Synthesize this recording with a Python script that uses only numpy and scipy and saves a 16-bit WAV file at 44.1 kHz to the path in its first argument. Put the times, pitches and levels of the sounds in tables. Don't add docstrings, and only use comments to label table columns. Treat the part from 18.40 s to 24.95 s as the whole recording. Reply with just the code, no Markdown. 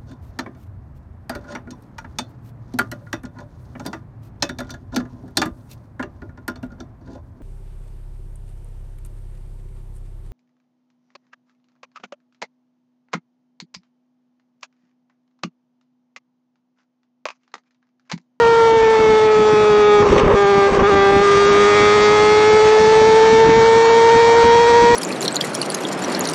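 import sys
import numpy as np
from scipy import signal
from scipy.fft import rfft, irfft, next_fast_len
from scipy.io import wavfile
from scipy.ndimage import uniform_filter1d

SR = 44100
rng = np.random.default_rng(int(sys.argv[2]) if len(sys.argv) > 2 else 0)


def digitize_waveform(pressure):
    field = np.atleast_2d(pressure).T
    bounded = np.clip(field, -1, 1)
    quanta = np.round(bounded * 32767).astype(np.int16)
    wavfile.write(sys.argv[1], SR, quanta)


def voltage_ratio(level):
    return 10 ** (np.asarray(level, float) / 20)


N = 288855

# t/s, opening [0-1], level of the half orders/dB
THROTTLE = [(0, 0, -8), (0.499, 0.2, -0.5), (1, 0.03, 3), (1.6, 0.2, 6), (2, 0, 5.5), (2.3, 0.09, 2),
            (2.45, 0.2, 5), (2.82, 0.25, 4.5), (2.855, 0.8, 1), (3.401, 1, 7), (3.899, 0.98, 2),
            (4.5, 0.9, -4), (5.201, 0.82, 1), (5.801, 1, -5.5), (6.55, 1, 1.5)]


def evened(x):
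    return x / np.sqrt(np.mean(x ** 2) + 1e-20)


def read(points, hz):
    f, value = np.transpose(points)
    return np.interp(np.log(hz + 1), np.log(f + 1), value)


def curves(rows):
    s, *columns = np.transpose(rows)
    return [np.interp(np.arange(N) / SR, s, c) for c in columns]


def drift(top_hz, count=1):
    size = N // 32 + 2
    z = rfft(rng.standard_normal((count, size)))
    hz = np.fft.rfftfreq(size, 32 / SR)
    slow = evened(irfft(z / (1 + (hz / top_hz) ** 4), size))
    return np.array([np.interp(np.arange(N) / 32, np.arange(size), row) for row in slow])


def coloured(x, gain):
    size = next_fast_len(N)
    return irfft(rfft(x, size) * gain(np.fft.rfftfreq(size, 1 / SR)), size)[:N]


def span(start, length, edge):
    t = np.arange(N) / SR - start
    return np.clip(np.minimum(t, length - t) / edge + .5, 0, 1)


def resonance(hz, peak_hz, width_hz, boost_db):
    return boost_db / (1 + (2 * (hz - peak_hz) / width_hz) ** 2)


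def opening():
    return np.clip(4 * (curves(THROTTLE)[0] - .28), 0, 1)


def raggedness():
    # t/s, length/s, raggedness [0-1]
    stumbles = [
        (1.628, .33, 0.97),
        (2.282, .15, 0.8),
        (2.487, 0.019, 0.6),
    ]
    floor = 0.11
    extra = sum((r - floor) * span(s, length, 0.035) for s, length, r in stumbles)
    return np.clip(floor + extra, 0, 1)


def firing_rate():
    # t/s, f/Hz, level/dB
    speed = [(0.0, 466.0, -12.6), (0.35, 450.8, -13), (0.7, 436, -12.5), (1.1, 426.7, -12.5),
             (1.6, 413.3, -11), (2.0, 402, -14), (2.27, 397, -13.5), (2.6, 396, -15), (2.9, 400.6, -12.9),
             (3.3, 411, -13.5), (3.8, 421.2, -13), (4.3, 432.4, -11), (4.8, 442.9, -11), (5.3, 454.4, -11),
             (5.8, 461.8, -11.5), (6.2, 469.2, -11.6), (6.55, 473.4, -12.5)]
    # t/s, half width/s, rate jump/Hz
    jolts = [
        (2.488, 0.02226, 20.07),
        (2.85, 0.0248, 6.98),
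    ]
    hz, tone_db = curves(speed)
    t = np.arange(N) / SR
    snaps = [np.exp(-((t - s) / width) ** 2) for s, width, jump_hz in jolts]
    firings_per_wheel_turn = 37
    wheel_phase = 2 * np.pi * np.cumsum(hz) / SR / firings_per_wheel_turn
    wheel_hz = 1.7 * np.sin(wheel_phase + 1.05 * drift(2.05)[0])
    jump_hz = sum(row[2] * snap for row, snap in zip(jolts, snaps))
    return hz + wheel_hz + jump_hz, tone_db, snaps[0]


def engine():
    # f/Hz, level/dB
    pipe = [(100, -31), (210, -32.5), (330, -27), (620, -33), (1050, -31.5), (1450, -33.5), (1850, -33),
            (2300, -40), (2600, -38), (2900, -45.5), (3300, -44.5), (3700, -40.5)]
    # f/Hz, width/Hz, boost/dB
    fairing = [
        (2250, 260, 9),
        (3345, 260, 10),
    ]
    # f/Hz, throttle shut level/dB, open level/dB
    overtones = [(807, -20.5, -34.5), (846.4, -23.5, -21), (932, -14.5, -15.5), (1200, -21, -22.5),
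                 (1223, -18, -17.5), (1290, -25, -26.5), (1347, -34, -34.5), (1366, -21.5, -35),
                 (1593, -25.5, -29.5), (1676, -35, -31.5), (1958, -23.5, -23.5), (2020, -38.5, -34.5),
                      (2092, -42, -25), (2174, -29, -32.5), (2343, -32, -26.5), (2324, -33.5, -32)]
    overtone_hz, shut_db, open_db = np.transpose(overtones)

    hz, tone_db, snap = firing_rate()
    throttle, mismatch_db = curves(THROTTLE)
    ragged = raggedness()
    opened = np.clip(opening() + snap, 0, 1)
    smooth_hz = uniform_filter1d(hz, size=4000)
    odd_db = -13.5 + 9.5 * throttle + .4 * mismatch_db
    turn = 2 * np.pi * np.cumsum(hz * (1 + 0.0022 * drift(40)[0])) / SR
    turn = turn + 0.58 * ragged * drift(60)[0]
    waver = drift(5.5, count=42)
    start = rng.random(42) * 2 * np.pi
    start[[3, 7]] = np.pi

    out = np.zeros(N)
    for k in range(1, 39):
        order_hz = k * hz / 4
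        if k == 4:
            db = tone_db + 3 + 0.34 * waver[k - 1]
        elif k in (8, 12, 16, 20):
            at = smooth_hz * k / 4
            closed_db = np.interp(at, overtone_hz, shut_db) - 3.0 + 14 * np.minimum(throttle, .3)
            db = (1 - opened) * closed_db + opened * np.interp(at, overtone_hz, open_db)
            db = db + 4.0 + 1.25 * waver[k - 1]
        else:
            if k % 4 == 0:
                share_db = 1.5
            elif k % 2 == 0:
                share_db = -4.0 + mismatch_db
            else:
                share_db = odd_db - 4 * (k < 4)
            db = read(pipe, order_hz) + share_db + 3 * throttle + 1.9 * waver[k - 1]
            db = db + (1 - opened) * resonance(order_hz, 598, 30, 7)
            if k > 16:
                db = db + sum(resonance(order_hz, *panel) for panel in fairing)
        phase = k * turn / 4 + start[k - 1] + 0.013 * k * waver[-k]
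        out += voltage_ratio(db - 0.61 * k * ragged) * np.cos(phase)
    return out * voltage_ratio(1.5 * ragged * drift(40)[0]), turn


def burble():
    # f/Hz, density/dB per Hz
    burble_colour = [(30, -25), (80, -3), (200, -14.5), (300, -7.5), (520, 4), (650, -9), (800, -11.5),
                     (1050, -1), (1350, -16), (1700, -16.5), (2200, -18.5), (3700, -33)]
    pops = rng.standard_normal(N) * voltage_ratio(2.5 * drift(120)[0] + 2.2 * drift(40)[0])
    pops = evened(coloured(pops, lambda hz: voltage_ratio(read(burble_colour, hz))))
    return voltage_ratio(-17) * raggedness() * pops


def crackle():
    pops = rng.standard_normal(N) * voltage_ratio(5 * drift(70)[0])
    pops = coloured(pops, lambda hz: hz ** 2 / (1500 ** 2 + hz ** 2) / (1 + (hz / 2500) ** 2))
    return voltage_ratio(-29) * span(1.69, .13, .04) * evened(pops)


def gusts():
    # t/s, level/dB
    gust_peaks = [(.03, -27.5), (.6, -25.5), (.7, -29.5), (1.0, -24.5), (1.131, -25), (1.6, -22),
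                  (1.71, -18), (1.788, -22), (1.87, -23.5), (2.0, -32), (2.169, -20.5), (2.42, -25.5),
                  (2.55, -19.5), (2.749, -21.5), (2.96, -26), (4.1, -25.5), (4.46, -24.5), (4.67, -28),
                  (4.93, -24), (5.09, -16), (5.18, -18.5), (5.331, -25), (5.6, -31), (5.76, -22),
                  (5.9, -26.5), (6.05, -22.5), (6.15, -27.5), (6.35, -21.5), (6.43, -19.5), (6.53, -20)]
    t = np.arange(0, N, 32) / SR
    power = voltage_ratio(-32) ** 2
    for s, db in gust_peaks:
        time_constant = np.where(t < s, 0.03, 0.034)
        power = power + (voltage_ratio(db) * np.exp(-abs(t - s) / time_constant)) ** 2
    return np.interp(np.arange(N) / SR, t, np.sqrt(power))


def wind():
    # f/Hz, density/dB per Hz
    wind_colour = [(12, -44.5), (20, -28.5), (43, -4.5), (155, -1), (253, -0.5), (306, -1.5), (340, 2.5),
                   (440, -12), (750, -120)]
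    # t/s, peak level/dB
    slaps = [(0.597, -16.5), (0.997, -23), (1.391, -19.5), (1.583, -18), (1.714, 0), (1.767, -5.5),
             (1.809, -23.5), (1.837, 0), (1.866, 2), (1.944, -1), (2.324, -5), (2.389, -4.5), (2.425, -2.5),
             (2.553, -11.5), (2.717, -15.5), (2.81, -14), (4.276, -30), (4.849, -24), (5.074, -16),
             (5.09, -14), (5.178, -20.5), (5.323, -26), (6.04, -15), (6.333, -20), (6.421, -23.5)]
    lumps = coloured(rng.standard_normal(N), lambda hz: voltage_ratio(read(wind_colour, hz)) / (1 + (hz / 450) ** 3))
    heard = gusts() * voltage_ratio(3.7 * drift(33)[0]) * evened(lumps)
    push = np.zeros(N)
    u = np.arange(-12, 12, 1 / (SR * .0012))
    for s, db in slaps:
        first = round(s * SR) - len(u) // 2
        part = slice(first, first + len(u))
        heard[part] += voltage_ratio(db - 7.5) * (1 - u ** 2) * np.exp(-u ** 2 / 2)
        heard[part] += voltage_ratio(db - 23.0) * u * np.exp(-u ** 2 / 30)
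        push[part] += voltage_ratio(db + 13) * np.exp(-(u + 1.3) ** 2 / 12)
    return heard, push


def roar(turn):
    # f/Hz, density/dB per Hz
    roar_colour = [(88, -55), (150, -29.5), (376, -21.5), (404, -15.5), (439, -4), (477, -9), (564, -11),
                   (894, -11.5), (3010, -21), (3310, -23.5), (3700, -22.5), (4200, -48), (5460, -69),
                   (9240, -120)]
    hz = np.fft.rfftfreq(1024, 1 / SR)
    a, b, patches = rng.standard_normal((N // 256 + 5, 513, 3)).T
    patches = evened(uniform_filter1d(uniform_filter1d(patches, 10, 0), 12, 1))
    gain = voltage_ratio(read(roar_colour, hz)[:, None] + 2.2 * patches) * (hz < 4300)[:, None]
    noise = evened(signal.istft((a + 1j * b) * gain, nperseg=1024, noverlap=768)[1][:N])
    throttle, mismatch_db = curves(THROTTLE)
    level_db = -27.5 + 3.2 * throttle - .2 * mismatch_db - 0.53 * raggedness()
    return voltage_ratio(level_db) * noise * (1 + .4 * np.cos(turn))


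def scene():
    tones, turn = engine()
    heard, push = wind()
    compliance = 1 / np.cosh(np.clip(push, -6, 6)) ** 2
    return (tones * compliance + burble() + crackle() + heard + roar(turn))[None]


def copied_levels():
    # t/s, length/s, lower band level/dB, upper band level/dB
    sags = [(0.312, 0.058, -3.5, -13.5), (.41, .08, -2, -23.5), (.87, .04, -5, -8), (1.059, .04, 2.5, -7),
            (1.33, 0.037, -1, -14), (1.43, .08, -2.5, -17.5), (1.617, .05, -0.5, -14.5),
            (1.817, .13, -6.5, -5.5), (2.032, 0.031, -3, -15), (2.378, 0.091, -4, -11.5),
            (2.558, 0.082, -0.5, -9), (3.059, 0.063, 0.5, -22), (3.614, 0.055, 2, -7.5),
            (4.08, 0.045, 1, -10.5), (5.005, .08, -1.5, -7.5), (5.095, 0.1, -1, -18.5),
            (5.47, 0.07, -1, -15.5), (5.937, .04, -0.5, -10.5), (6.071, 0.046, -1, -9.5)]
    throttle, mismatch_db = curves(THROTTLE)
    open_db = 3.5 * opening()
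    lower_db = -36.5 + 3 * throttle + 0.05 * mismatch_db + open_db
    upper_db = -54 + 4 * throttle + open_db
    for s, length, lower_sag_db, upper_sag_db in sags:
        inside = span(s, length, .015)
        lower_db = lower_db + lower_sag_db * inside
        upper_db = upper_db + upper_sag_db * inside
    return lower_db, upper_db


def copied_treble(x):
    # f/Hz, density/dB per Hz
    treble_colour = [(2290, -30), (3900, 1), (4010, 2.5), (4090, 1), (4240, 2.5), (4810, 0.5), (4970, -1.5),
                     (5910, 0), (8430, -12.5), (11000, -30), (18500, -120)]
    split_hz, shift_hz, upper_hz, edge_hz = 3790, 3445, 7750, 8650
    window = dict(nperseg=2048, noverlap=1536)
    hz, t, z = signal.stft(x, SR, **window)
    power = uniform_filter1d(abs(z) ** 2, 7, 1) + 1e-14
    around = uniform_filter1d(power, 30, 0)
    weak = uniform_filter1d(power, 3, 0) < voltage_ratio(hz / 600 - 14)[:, None] * around
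    z = z * (1 - .93 * weak * np.clip((hz[:, None] - 1300) / 1200, 0, 1))

    fill = rng.standard_normal(z.shape) + 1j * rng.standard_normal(z.shape)
    flat = z / np.sqrt(around)
    top = np.roll(flat, round(shift_hz / hz[1]), 0) + 0.81 * fill
    top = top * voltage_ratio(read(treble_colour, hz))[:, None]
    blocks = rng.standard_normal((len(hz) // 16 + 1, len(t) // 6 + 1))
    top = top * voltage_ratio(1.4 * np.kron(blocks, np.ones((16, 6)))[:len(hz), :len(t)])

    out = signal.istft(z * (hz < split_hz)[:, None], SR, **window)[1][:N]
    for low, high, db in zip((split_hz, upper_hz), (upper_hz, edge_hz), copied_levels()):
        band = top * ((hz >= low) & (hz < high))[:, None]
        out += voltage_ratio(db) * evened(signal.istft(band, SR, **window)[1][:N])
    s = np.arange(N) / SR
    whistle = voltage_ratio(-58) * np.sin(2 * np.pi * 7748.5 * s)
    return out + whistle * (s > .49) * (s < .92)


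def top_cut(x):
    return signal.sosfilt(signal.butter(12, 8580, fs=SR, output="sos"), x)


def record(dry):
    overloaded = 0.96 * np.tanh(dry[0] / 0.83)
    heard = coloured(overloaded, lambda hz: hz ** 2 / (hz ** 2 + 22 ** 2))
    mix = copied_treble(heard)[None]
    return top_cut(mix)


dry = scene()
out = record(dry)
digitize_waveform(out)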